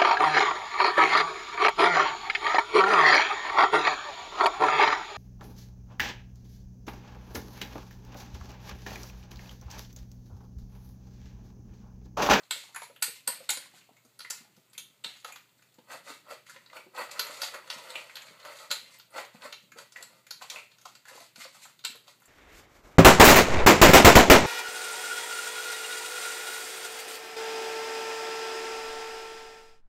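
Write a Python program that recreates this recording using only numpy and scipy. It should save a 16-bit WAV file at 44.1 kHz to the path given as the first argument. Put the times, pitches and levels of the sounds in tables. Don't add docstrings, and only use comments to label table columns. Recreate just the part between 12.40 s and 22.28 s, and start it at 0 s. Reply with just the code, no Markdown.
import sys
import numpy as np
from scipy import signal
from scipy.fft import rfft, irfft
from scipy.io import wavfile
from scipy.ndimage import uniform_filter1d

SR = 44100
rng = np.random.default_rng(int(sys.argv[2]) if len(sys.argv) > 2 else 0)


def digitize_waveform(pressure):
    field = np.atleast_2d(pressure).T
    bounded = np.clip(field, -1, 1)
    quanta = np.round(bounded * 32767).astype(np.int16)
    wavfile.write(sys.argv[1], SR, quanta)


def undo_db(level):
    steps = np.asarray(level, float) / 20
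    return 10 ** steps


N = 435708

# (time [s], peak [dB], mouth cavity [Hz], lip gap [Hz], spit [dB re smack])
WET_SMACKS = [(0.108, -14.5, 3700, 7900, -11), (0.623, -15, 4280, 8300, -8), (0.874, -17, 4300, 8640, -3.5),
              (1.0909, -15.5, 3880, 7930, -11.5), (1.804, -29.5, 4300, 6250, -14),
              (1.904, -23, 4900, 7360, -4), (2.164, -51, 4850, 6440, -9), (2.331, -46, 4600, 10900, -8),
              (2.639, -33, 3160, 7850, -9), (2.644, -22, 3630, 8060, -20.5),
              (5.017, -18, 4500, 6200, -10.5), (5.3, -21.5, 4320, 6050, -21),
              (5.755, -28.5, 3940, 11600, -14.5), (3.341, -57, 4300, 7000, -4),
              (6.3046, -22, 4230, 7200, -18), (7.521, -42.5, 5000, 7300, -8), (8.023, -33, 4300, 7600, -17),
              (8.383, -45, 5100, 6800, -12), (8.413, -50, 4870, 6750, -3), (8.454, -32.5, 5020, 7000, -25),
              (8.802, -40, 4000, 6400, -10), (8.958, -36, 4200, 6450, -12), (9.391, -43.5, 3690, 6640, -12),
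              (9.855, -57.5, 4530, 7300, 7)]


def at_hz(points, hz):
    table_hz, values = np.transpose(points)
    return np.interp(np.log(hz), np.log(table_hz), values)


def rms_one(x):
    return x / np.sqrt(np.mean(x ** 2) + 1e-20)


def band(x, low_hz, high_hz):
    edges_hz = [low_hz, min(high_hz, SR / 2.2)]
    return signal.sosfilt(signal.butter(2, edges_hz, "band", fs=SR, output="sos"), x)


def resonance(x, hz, width_hz):
    r = np.exp(-np.pi * width_hz / SR)
    zeros = np.array([1, 0, -1]) * (1 - r * r) / 2
    poles = [1, -2 * r * np.cos(2 * np.pi * hz / SR), r * r]
    return signal.lfilter(zeros, poles, x)


def colour(x, spectrum):
    hz = np.maximum(np.fft.rfftfreq(len(x), 1 / SR), 1)
    return rms_one(irfft(rfft(x) * undo_db(at_hz(spectrum, hz)), len(x)))


def patchy(x):
    place = np.linspace(0, 1, len(x) // 2 + 1)
    gain_db = 3.5 * np.interp(place, np.linspace(0, 1, 28), rng.standard_normal(28))
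    return irfft(rfft(x) * undo_db(gain_db), len(x))


def grains(per_s, spread_db, size):
    draw = rng.random((3, size))
    strength = undo_db(-spread_db * np.log(np.maximum(draw[0], .01)))
    return (draw[1] < per_s / SR) * strength * np.sign(draw[2] - .5)


def flutter(per_s, depth_db):
    steps = rng.standard_normal(4000)
    return undo_db(depth_db * np.interp(np.arange(N) / SR * min(per_s, 390), np.arange(len(steps)), steps))


def background():
    # (frequency [Hz], level [dB rms])
    hum_tones = [(119.5, -80)]
    # (frequency [Hz], density [dB per Hz])
    air_spectrum = [(12, -43), (20, -47), (38, -26), (86, -13.5), (134, 2), (200, 0.5), (319, -5),
                    (399, -4), (527, -12), (849, -12), (1030, -15), (4060, -10.5), (7520, -12.5),
                    (9670, -21), (14300, -13), (16000, -15)]
    t = np.arange(N) / SR
    hum = sum(undo_db(db) * np.sqrt(2) * np.sin(2 * np.pi * hz * t) * flutter(3.7, .8)
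              for hz, db in hum_tones)
    hiss = colour(rng.standard_normal(N), air_spectrum)
    rumble = band(hiss, 140, 450) * (flutter(9.0, 3.0) - 1)
    return hum + undo_db(-68.5) * (hiss + rumble)


def swells(starts_s, held_s, peaks_db, rise_db_per_s, fall_db_per_s):
    late_s = np.arange(0, N + 96, 96) / SR - np.array(starts_s)[:, None]
    rising_db = np.maximum(-late_s * rise_db_per_s, 0)
    easing_db = np.maximum((late_s - np.array(held_s)[..., None]) * fall_db_per_s, 0)
    return np.sum(undo_db(np.array(peaks_db)[:, None] - rising_db - easing_db) ** 2, axis=0)


def snout_levels():
    # (full force reached [s], held [s], bowl scrape [dB], slurp [dB])
    shoves = [(0.0, 0.0032, -55.5, -59.5), (0.36, 0.0068, -70, -46.5), (1.018, 0.0021, -56, -58),
              (2.88, 0.0069, -57, -48), (3.51, 0.033, -38.5, -47), (3.687, 0.0098, -40.5, -44.5),
              (3.9, 0.013, -41.5, -45.5), (4.098, 0.0071, -75, -47.5), (4.353, 0.011, -40.5, -52.5),
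              (4.582, 0.026, -31.5, -43), (4.718, 0.28, -44.5, -49), (5.028, 0.0079, -40, -36.5),
              (5.146, 0.0041, -38.5, -51), (5.308, 0.3, -45, -52), (5.551, 0.0028, -50, -50.5),
              (5.66, 0.31, -55.5, -58.5), (6.055, 0.062, -44, -49.5), (6.17, 0.067, -49, -52.5),
              (6.328, 0.002, -41.5, -57), (6.764, 0.017, -33, -42.5), (6.95, .005, -53, -54),
              (7.04, 0.0041, -36.5, -46), (7.389, 0.0058, -46, -50.5), (7.572, 0.053, -52, -55),
              (8.03, 0.0075, -49.5, -50), (8.121, 0.041, -44.5, -47), (8.46, 0.015, -62, -55),
              (8.676, 0.15, -54.5, -52.5), (8.99, 0.047, -69, -49), (9.5, 0.049, -72, -55),
              (9.687, 0.0027, -54, -55)]
    # (time [s], held [s], bowl scrape [dB], slurp [dB])
    nuzzles = [
        (1.34, 0.0092, -61, -56.5),
        (4.2, 0.044, -68, -66),
        (5.24, 0.09, -50.5, -60),
        (6.0, 0.07, -51.5, -58),
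        (6.44, 0.12, -64, -56),
        (7.7, 0.095, -61.5, -69),
        (8.33, 0.1, -78, -71),
        (9.13, 0.16, -66, -58.5),
        (9.8, .08, -70, -68),
    ]
    s, held_s, scrape_db, slurp_db = np.transpose(shoves + nuzzles)
    lips_s, lips_db = np.transpose(WET_SMACKS)[:2]
    push_db_per_s, snap_db_per_s = 520, 2988

    bowl = swells(s, held_s, scrape_db, push_db_per_s, 305)
    bowl = bowl + swells(lips_s + 0.0039, 0, lips_db - 30.5, snap_db_per_s, 714.5)
    bowl = bowl + undo_db(-73) ** 2

    mash = swells(s, held_s, slurp_db, push_db_per_s, 230)
    mash = mash + swells(lips_s + 0.0024, 0, lips_db - 26.5, snap_db_per_s, 101.5)
    mash = mash + undo_db(-74.5) ** 2
    return [np.interp(np.arange(N) / 96, np.arange(len(p)), 10 * np.log10(p)) for p in (bowl, mash)]


def scrape(level_db):
    # (frequency [Hz], width [Hz], level [dB])
    bowl_modes = [(560, 169, 6.5), (655, 117, 7.5), (898, 116, 0.5), (1300, 193, 5.5), (1555, 180, -4.5),
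                  (1956, 89, 3), (2336, 300, -9.5), (2700, 64, -3), (4300, 120, -3), (4630, 390, -7.5)]
    gusts = flutter(110, 2.0)
    jerks = grains(1800, 2.74, size=N) * gusts
    body = sum((-1) ** k * undo_db(db) * resonance(jerks, hz, width_hz)
               for k, (hz, width_hz, db) in enumerate(bowl_modes))
    skin = band(jerks, 320, 3100)
    grit = band(grains(12000, 3.2, size=N) * gusts, 1800, 19500)
    mix = rms_one(body) + 0.3 * rms_one(skin) + 0.17 * rms_one(grit)
    return undo_db(level_db - 7.0) * rms_one(band(mix, 225, 16200))


def slurp(level_db):
    # (frequency [Hz], density [dB per Hz])
    slurp_spectrum = [(710, -33), (1200, -24), (1310, -31), (2070, -1), (3010, -9), (4340, 1.5), (5260, 0),
                      (6940, -3), (9890, -14), (12200, -11), (15500, -39)]
    crackle = colour(grains(4500, 1.85, size=N), slurp_spectrum)
    return undo_db(level_db - 6.0) * crackle * flutter(70, 5.0) * flutter(14, 2.5)


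def pockets(level_db):
    bursts = grains(120, 2.5, size=N) + 1e-18
    dealt = rng.integers(0, 10, N)
    rings = 0
    for k, hz in enumerate(np.geomspace(800, 4600, num=10)):
        ring = resonance(bursts * (dealt == k) + 1e-18, hz, hz / 4.2)
        rings = rings + ring * (1500 / hz) ** 0.16
    return undo_db(level_db - 7.5) * rms_one(rings)


def tearing(part_s, size):
    t = np.arange(size) / SR
    shape = (t / part_s) ** 0.93 * np.exp(-t / part_s)
    clicks = rfft(grains(16000, 3.54, size=size) * shape)
    even = irfft(clicks / (uniform_filter1d(np.abs(clicks), size=5) + 1e-9), size)
    return rms_one(even * np.sqrt(shape)) / 8


def all_smacks():
    # (time [s], peak [dB], mouth cavity [Hz], lip gap [Hz], spit [dB re smack])
    dry_smacks = [(0.033, -48, 4030, 7200, -22), (0.561, -42.5, 2800, 11400, -13),
                  (1.1024, -23, 4500, 6970, 4), (1.171, -25.5, 4440, 9150, -10),
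                  (1.649, -55, 4700, 6500, -1), (1.792, -33.5, 4500, 10700, -15),
                  (2.378, -30.5, 3350, 6420, -1), (2.393, -40, 4300, 6900, -8), (1.9, -31, 4360, 7040, -3),
                  (4.26, -42.5, 3900, 7200, -29), (4.793, -15, 4230, 11360, -15),
                  (5.502, -31, 3820, 8050, -14.5), (6.3119, -15, 3860, 7130, -14),
                  (6.3218, -42, 4200, 7160, 3), (6.597, -38, 4300, 12400, -24),
                  (7.125, -28, 3900, 6500, -15), (7.625, -33.5, 4170, 7600, -3.5),
                  (7.907, -26.5, 4550, 6770, -9), (8.099, -28, 3420, 6900, -9),
                  (8.316, -47, 4100, 7410, -25), (8.551, -38, 4350, 7550, -16),
                  (9.042, -33, 4340, 7100, -27), (9.439, -34.5, 4070, 7500, -23),
                  (9.448, -19, 3830, 7700, -11.5)]
    # (time [s], peak [dB], mouth cavity [Hz], splat [dB re smack])
    licks = [(0.052, -56, 2100, -15), (0.345, -34.5, 1370, -14), (0.36, -31.5, 1550, -1),
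             (0.418, -38.5, 900, 7), (1.373, -57, 1340, 3), (1.566, -53, 2140, 5), (2.845, -34, 1220, 8.5),
             (2.922, -35.5, 2290, -30), (2.958, -41, 1300, 9), (3.222, -52, 2560, 9), (3.385, -56, 790, 10),
             (3.909, -42, 616, -14), (4.065, -49, 1900, 9), (4.095, -38.5, 1400, -29),
             (4.867, -36.5, 1980, 1), (6.597, -58, 870, -12), (7.127, -48, 990, -7), (9.049, -44, 1080, 6),
             (8.184, -43, 2420, 3), (5.032, -32.5, 2550, 14), (5.31, -41, 2050, 8), (5.766, -39, 1600, 14),
             (9.018, -41, 1900, 0), (7.567, -44, 1890, -21), (5.274, -45, 1280, 7),
             (6.049, -42, 1440, 10.5), (5.999, -48, 1980, 11), (6.848, -44, 1190, 9),
             (3.515, -40, 1350, -8), (3.701, -43, 2010, 3), (9.555, -55.5, 1500, 0), (9.854, -55, 1600, -6),
             (0.29, -57, 784, 7), (5.142, -35.5, 1540, 8), (5.818, -39, 2190, 7), (1.337, -56, 710, 3),
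             (8.018, -38.5, 1100, 7.5), (7.318, -43, 2230, 5), (7.384, -42, 1450, 6),
             (7.866, -44.5, 2150, 7), (8.454, -39, 1070, 4), (8.653, -47, 1400, 5),
             (8.682, -39.5, 1610, -12), (8.776, -44, 890, -9), (9.005, -39, 1950, 9),
             (9.252, -41.5, 1320, -2), (9.146, -50, 1200, 0), (9.165, -51, 1100, 0), (4.547, -46, 730, 0),
             (8.011, -45, 1300, 0), (7.605, -48, 620, 0), (5.137, -42, 1900, -8), (9.678, -48, 920, 13),
             (9.818, -53, 1330, -8)]
    # (time [s], peak [dB], mouth cavity [Hz], splat [dB re smack])
    chews = [(0.502, -51, 545, -4), (1.411, -50, 2500, 1), (1.488, -52, 690, -5), (1.847, -32, 1890, -6),
             (2.349, -45.5, 2070, -12), (3.192, -57, 1510, -18), (3.5, -47, 1300, -3),
             (3.53, -43, 2280, -12), (3.672, -44, 1390, 1), (3.864, -53, 950, -1), (3.926, -44, 2000, 7),
             (4.161, -41.5, 1900, 4), (4.298, -47, 1940, 7), (4.329, -42.5, 1030, 2),
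             (4.366, -34.5, 2270, -10), (4.562, -44.5, 1310, 14), (4.576, -41, 1340, -9),
             (4.611, -32, 604, -27), (4.693, -40.5, 1230, 8), (4.76, -40.5, 1280, -11),
             (5.554, -20.5, 2500, -16), (6.789, -31.5, 2050, -7), (5.695, -38, 2040, 5),
             (5.881, -43, 2240, 9), (6.759, -35, 1170, 5), (6.779, -30.5, 1330, 5.5),
             (7.019, -48, 1580, 15.5), (7.049, -40, 1790, 3), (7.559, -30.5, 1890, -5),
             (8.16, -28, 2330, -30)]
    splat_db = -5
    partings = [(s, db, hz, splat_db, lips_hz, spit_db)
                for s, db, hz, lips_hz, spit_db in WET_SMACKS + dry_smacks]
    return partings + [(*row, 6970, -6.5) for row in licks] + [(*row, 7300, -25) for row in chews]


def smacks():
    out, t = np.zeros(N + 2048), np.arange(2048) / SR
    for s, peak_db, cavity_hz, splat_db, lips_hz, spit_db in all_smacks():
        wide_open = cavity_hz > 2800
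        wetness_db = np.clip(splat_db, -25, 0)
        tear = tearing(0.0022 * (3000 / cavity_hz) ** 0.15, size=2048)
        pop = (t < 1 / SR) + 0.38 * tear
        cavity = resonance(resonance(pop, cavity_hz, cavity_hz / 4), cavity_hz, cavity_hz / 3.75)
        wall = band(patchy(tear), cavity_hz / 1.68, cavity_hz * 1.39)
        wall = band(wall, cavity_hz / 4.5, cavity_hz * 1.47)
        chest = band(tear, 353, 990)
        if wide_open:
            splat = resonance(tear, 1450, 210) + .5 * band(tear, 830, 1630)
        else:
            splat = band(tear, 2640, 5140)
        spit = resonance(resonance(tear, lips_hz, 750), lips_hz, 3300)
        spit = spit + 0.18 * band(patchy(tear), 7000, 12600)
        parts = [(cavity, -9.5),
                 (wall, -4 + 0.37 * wetness_db),
                 (chest, -20 + 1.56 * wetness_db * wide_open),
                 (splat, splat_db - 9.5),
                 (band(spit, 6900, 20600), max(spit_db, -24) + .3)]
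        smack = sum(p / np.abs(p).max() * undo_db(db) for p, db in parts)
        tile_echo = np.roll(band(smack, 170, 2400), int(0.002099 * SR))
        smack = smack + wide_open * 0.45 * tile_echo
        at = int(np.clip(s * SR, 0, N))
        out[at:at + 2048] += smack * undo_db(peak_db + 3)
    return out[:N]


def sprays():
    # (time [s], peak [dB],
    # note [Hz])
    wet_sprays = [(0.0744, -64, 8510), (0.359, -27, 10700), (0.4309, -37.5, 10600), (0.626, -18, 9200),
                  (0.8759, -22, 8600), (1.0927, -22.5, 9100), (1.2494, -50.5, 9530), (1.7894, -36, 10800),
                  (1.904, -42, 12600), (2.379, -33.5, 11500), (2.844, -41, 10500), (4.7965, -26, 12300),
                  (5.0185, -36, 12300), (5.3028, -39, 9890), (6.3115, -30, 10000), (7.907, -52, 13400),
                  (8.0985, -43, 8700), (9.446, -47, 8750), (9.5552, -42, 11500), (9.8, -51, 11900),
                  (0.109, -29, 2190), (0.11, -25, 4600), (0.64, -27, 12500), (6.585, -44, 13500),
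                 (6.705, -50, 9300), (6.712, -52, 11000), (1.337, -52, 7000), (1.36, -52, 10500),
                 (6.323, -30, 10000), (6.323, -29, 7000), (3.7, -46, 2300), (3.52, -44, 2600),
                 (0.108, -30, 12500), (0.363, -34, 2380), (0.42, -36, 2200), (0.614, -41, 10500),
                 (0.625, -16, 12200), (0.877, -21, 12000), (0.878, -31, 986), (1.097, -22, 2170),
                 (1.175, -36, 9300), (1.911, -36, 7000), (2.176, -60, 11000), (2.298, -54, 8000),
                 (2.342, -52, 12800), (2.646, -50, 532), (2.647, -45, 4080), (2.847, -42, 2750),
                 (2.848, -44, 510), (2.96, -44, 1190), (0.346, -42, 4500), (4.867, -31, 7000),
                 (4.8, -30, 13800), (5.034, -24, 4600), (5.043, -32, 4100), (5.31, -32, 3700),
                 (5.495, -40, 3900), (0.628, -24, 10800), (1.103, -26, 9500), (8.776, -50, 3500),
                 (6.027, -38, 4134), (6.082, -36, 4400), (6.299, -33, 4300), (6.313, -30, 12600),
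                 (7.319, -46, 1600), (7.562, -36, 1900), (7.911, -22, 4430), (8.034, -45, 4520),
                 (8.1, -23, 5650), (8.112, -34, 4500), (8.158, -33, 2500), (8.186, -32, 2430),
                 (9.45, -40, 12500), (6.78, -50, 332)]
    # (time [s], peak [dB], note [Hz])
    whistles = [(0.877, -27, 8480), (0.627, -30, 7920), (0.88, -30, 4350), (3.69, -50, 4450),
                (9.041, -42, 4400), (9.19, -55, 3750), (5.024, -32, 4650), (3.515, -42, 1350),
                (3.535, -42, 620), (3.7, -46, 600), (3.908, -46, 880), (9.253, -42, 1440),
                (8.684, -44, 1620), (0.363, -36, 1450)]
    out = np.zeros(N + 2048)
    rows = [(s, db, hz, hz / 12) for s, db, hz in wet_sprays]
    rows += [(*row, 150) for row in whistles]
    for s, peak_db, hz, width_hz in rows:
        spray = resonance(resonance(tearing(0.0013, size=2048), hz, width_hz), hz, hz / 4)
        at = int(s * SR)
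        out[at:at + 2048] += spray / np.abs(spray).max() * undo_db(peak_db - 5.5)
    return out[:N]


def gulps():
    # (time [s], peak [dB], pitch [Hz])
    throat_gulps = [(0.158, -58, 587), (0.497, -59, 506), (0.679, -53, 480), (1.003, -53, 563),
                    (1.104, -47.5, 876), (0.882, -48, 557), (1.169, -53, 574), (2.498, -66, 161),
                    (3.384, -60.5, 495), (3.548, -51.5, 596), (3.699, -56, 300), (3.919, -49.5, 620),
                    (4.158, -56, 560), (4.463, -56.5, 387), (4.858, -66, 590), (5.907, -55, 218),
                    (6.944, -53.5, 189), (7.049, -44.5, 600), (7.234, -65.5, 193), (7.359, -55.5, 467),
                    (8.713, -55, 570), (8.803, -53.5, 685), (5.558, -55, 560), (4.895, -48.5, 605),
                    (8.75, -55, 497), (8.977, -57, 217), (9.052, -55, 556), (9.495, -58, 230),
                    (9.549, -57, 456)]
    # (time [s], peak [dB], pitch [Hz])
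    thumps = [(1.337, -61, 183), (1.509, -65, 221), (1.649, -66, 269), (2.004, -62, 205), (2.174, -61, 194),
              (2.656, -60, 199), (3.383, -61, 258), (5.359, -58, 183), (6.299, -61, 215), (6.426, -64, 196),
              (6.758, -56, 318)]
    out, t = np.zeros(N + 4096), np.arange(4096) / SR
    swell = (t / 0.0023) * np.exp(1 - t / 0.0034)
    for s, peak_db, hz in throat_gulps + thumps:
        tone = np.sin(2 * np.pi * hz * t * (0.912 + 4.4 * t))
        rough = rms_one(band(rng.standard_normal(4096), hz / 5.7, hz * 2.26))
        at = int(s * SR)
        out[at:at + 4096] += (tone + .5 * rough) * swell * undo_db(peak_db + 2.5)
    return band(band(out[:N], 135, 3000), 130, 6000)


def room_response():
    # (frequency [Hz], decay by 60 dB [s])
    decay_times = [(300, 0.38), (800, 0.21), (2100, 0.38), (5500, 0.25), (14600, 0.34)]
    # (delay [s], level [dB])
    near_echoes = [
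        (.0011, -10),
        (.0029, -10),
        (.0062, -10),
        (.0117, -13),
    ]
    t = np.arange(SR // 2) / SR
    edges_hz = 150 * 2 ** np.arange(0, 7.1, .5)
    tail = 0
    for low, high in zip(edges_hz, edges_hz[1:]):
        leak_db = 4.5 * max(np.log2(900 / low), 0)
        decay = undo_db(-60 * t / at_hz(decay_times, low * 0.9))
        tail = tail + band(rng.standard_normal(len(t)), low, high) * decay * undo_db(-leak_db)
    tail = tail * (1 - np.exp(-t / 0.00053))
    response = undo_db(-1) * tail / np.sqrt(np.sum(tail ** 2))
    response[0] = 1
    for (s, db), shift in zip(near_echoes, rng.uniform(0.93, 1.4, len(near_echoes))):
        response[int(s * shift * SR)] += undo_db(db)
    return response


def room(x, count=5):
    place = np.arange(N) // 10000 % count
    return sum(signal.fftconvolve(x * (place == k), room_response())[:N] for k in range(count))


def scene():
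    scrape_db, slurp_db = snout_levels()
    bowl = scrape(scrape_db) + slurp(slurp_db) + pockets(slurp_db)
    mouth = smacks() + sprays() + gulps()
    return (room(bowl + mouth) + background())[None]


def roll_off(x):
    return signal.sosfilt(signal.butter(12, 16520, fs=SR, output="sos"), x)


def record(dry):
    # (frequency [Hz], width [Hz], gain [dB])
    port_peaks = [(5080, 400, -4.5), (5720, 2060, -6), (4720, 9200, -2.5), (8060, 2680, 4),
                  (9800, 5300, 0.5)]
    for hz, width_hz, db in port_peaks:
        dry = dry + (undo_db(db) - 1) * resonance(dry, hz, width_hz)
    dry = signal.sosfilt(signal.cheby2(10, 26, 15650, fs=SR, output="sos"), dry)
    dry = .52 * np.tanh(dry / .52)
    return roll_off(dry)


dry = scene()
out = record(dry)
digitize_waveform(out)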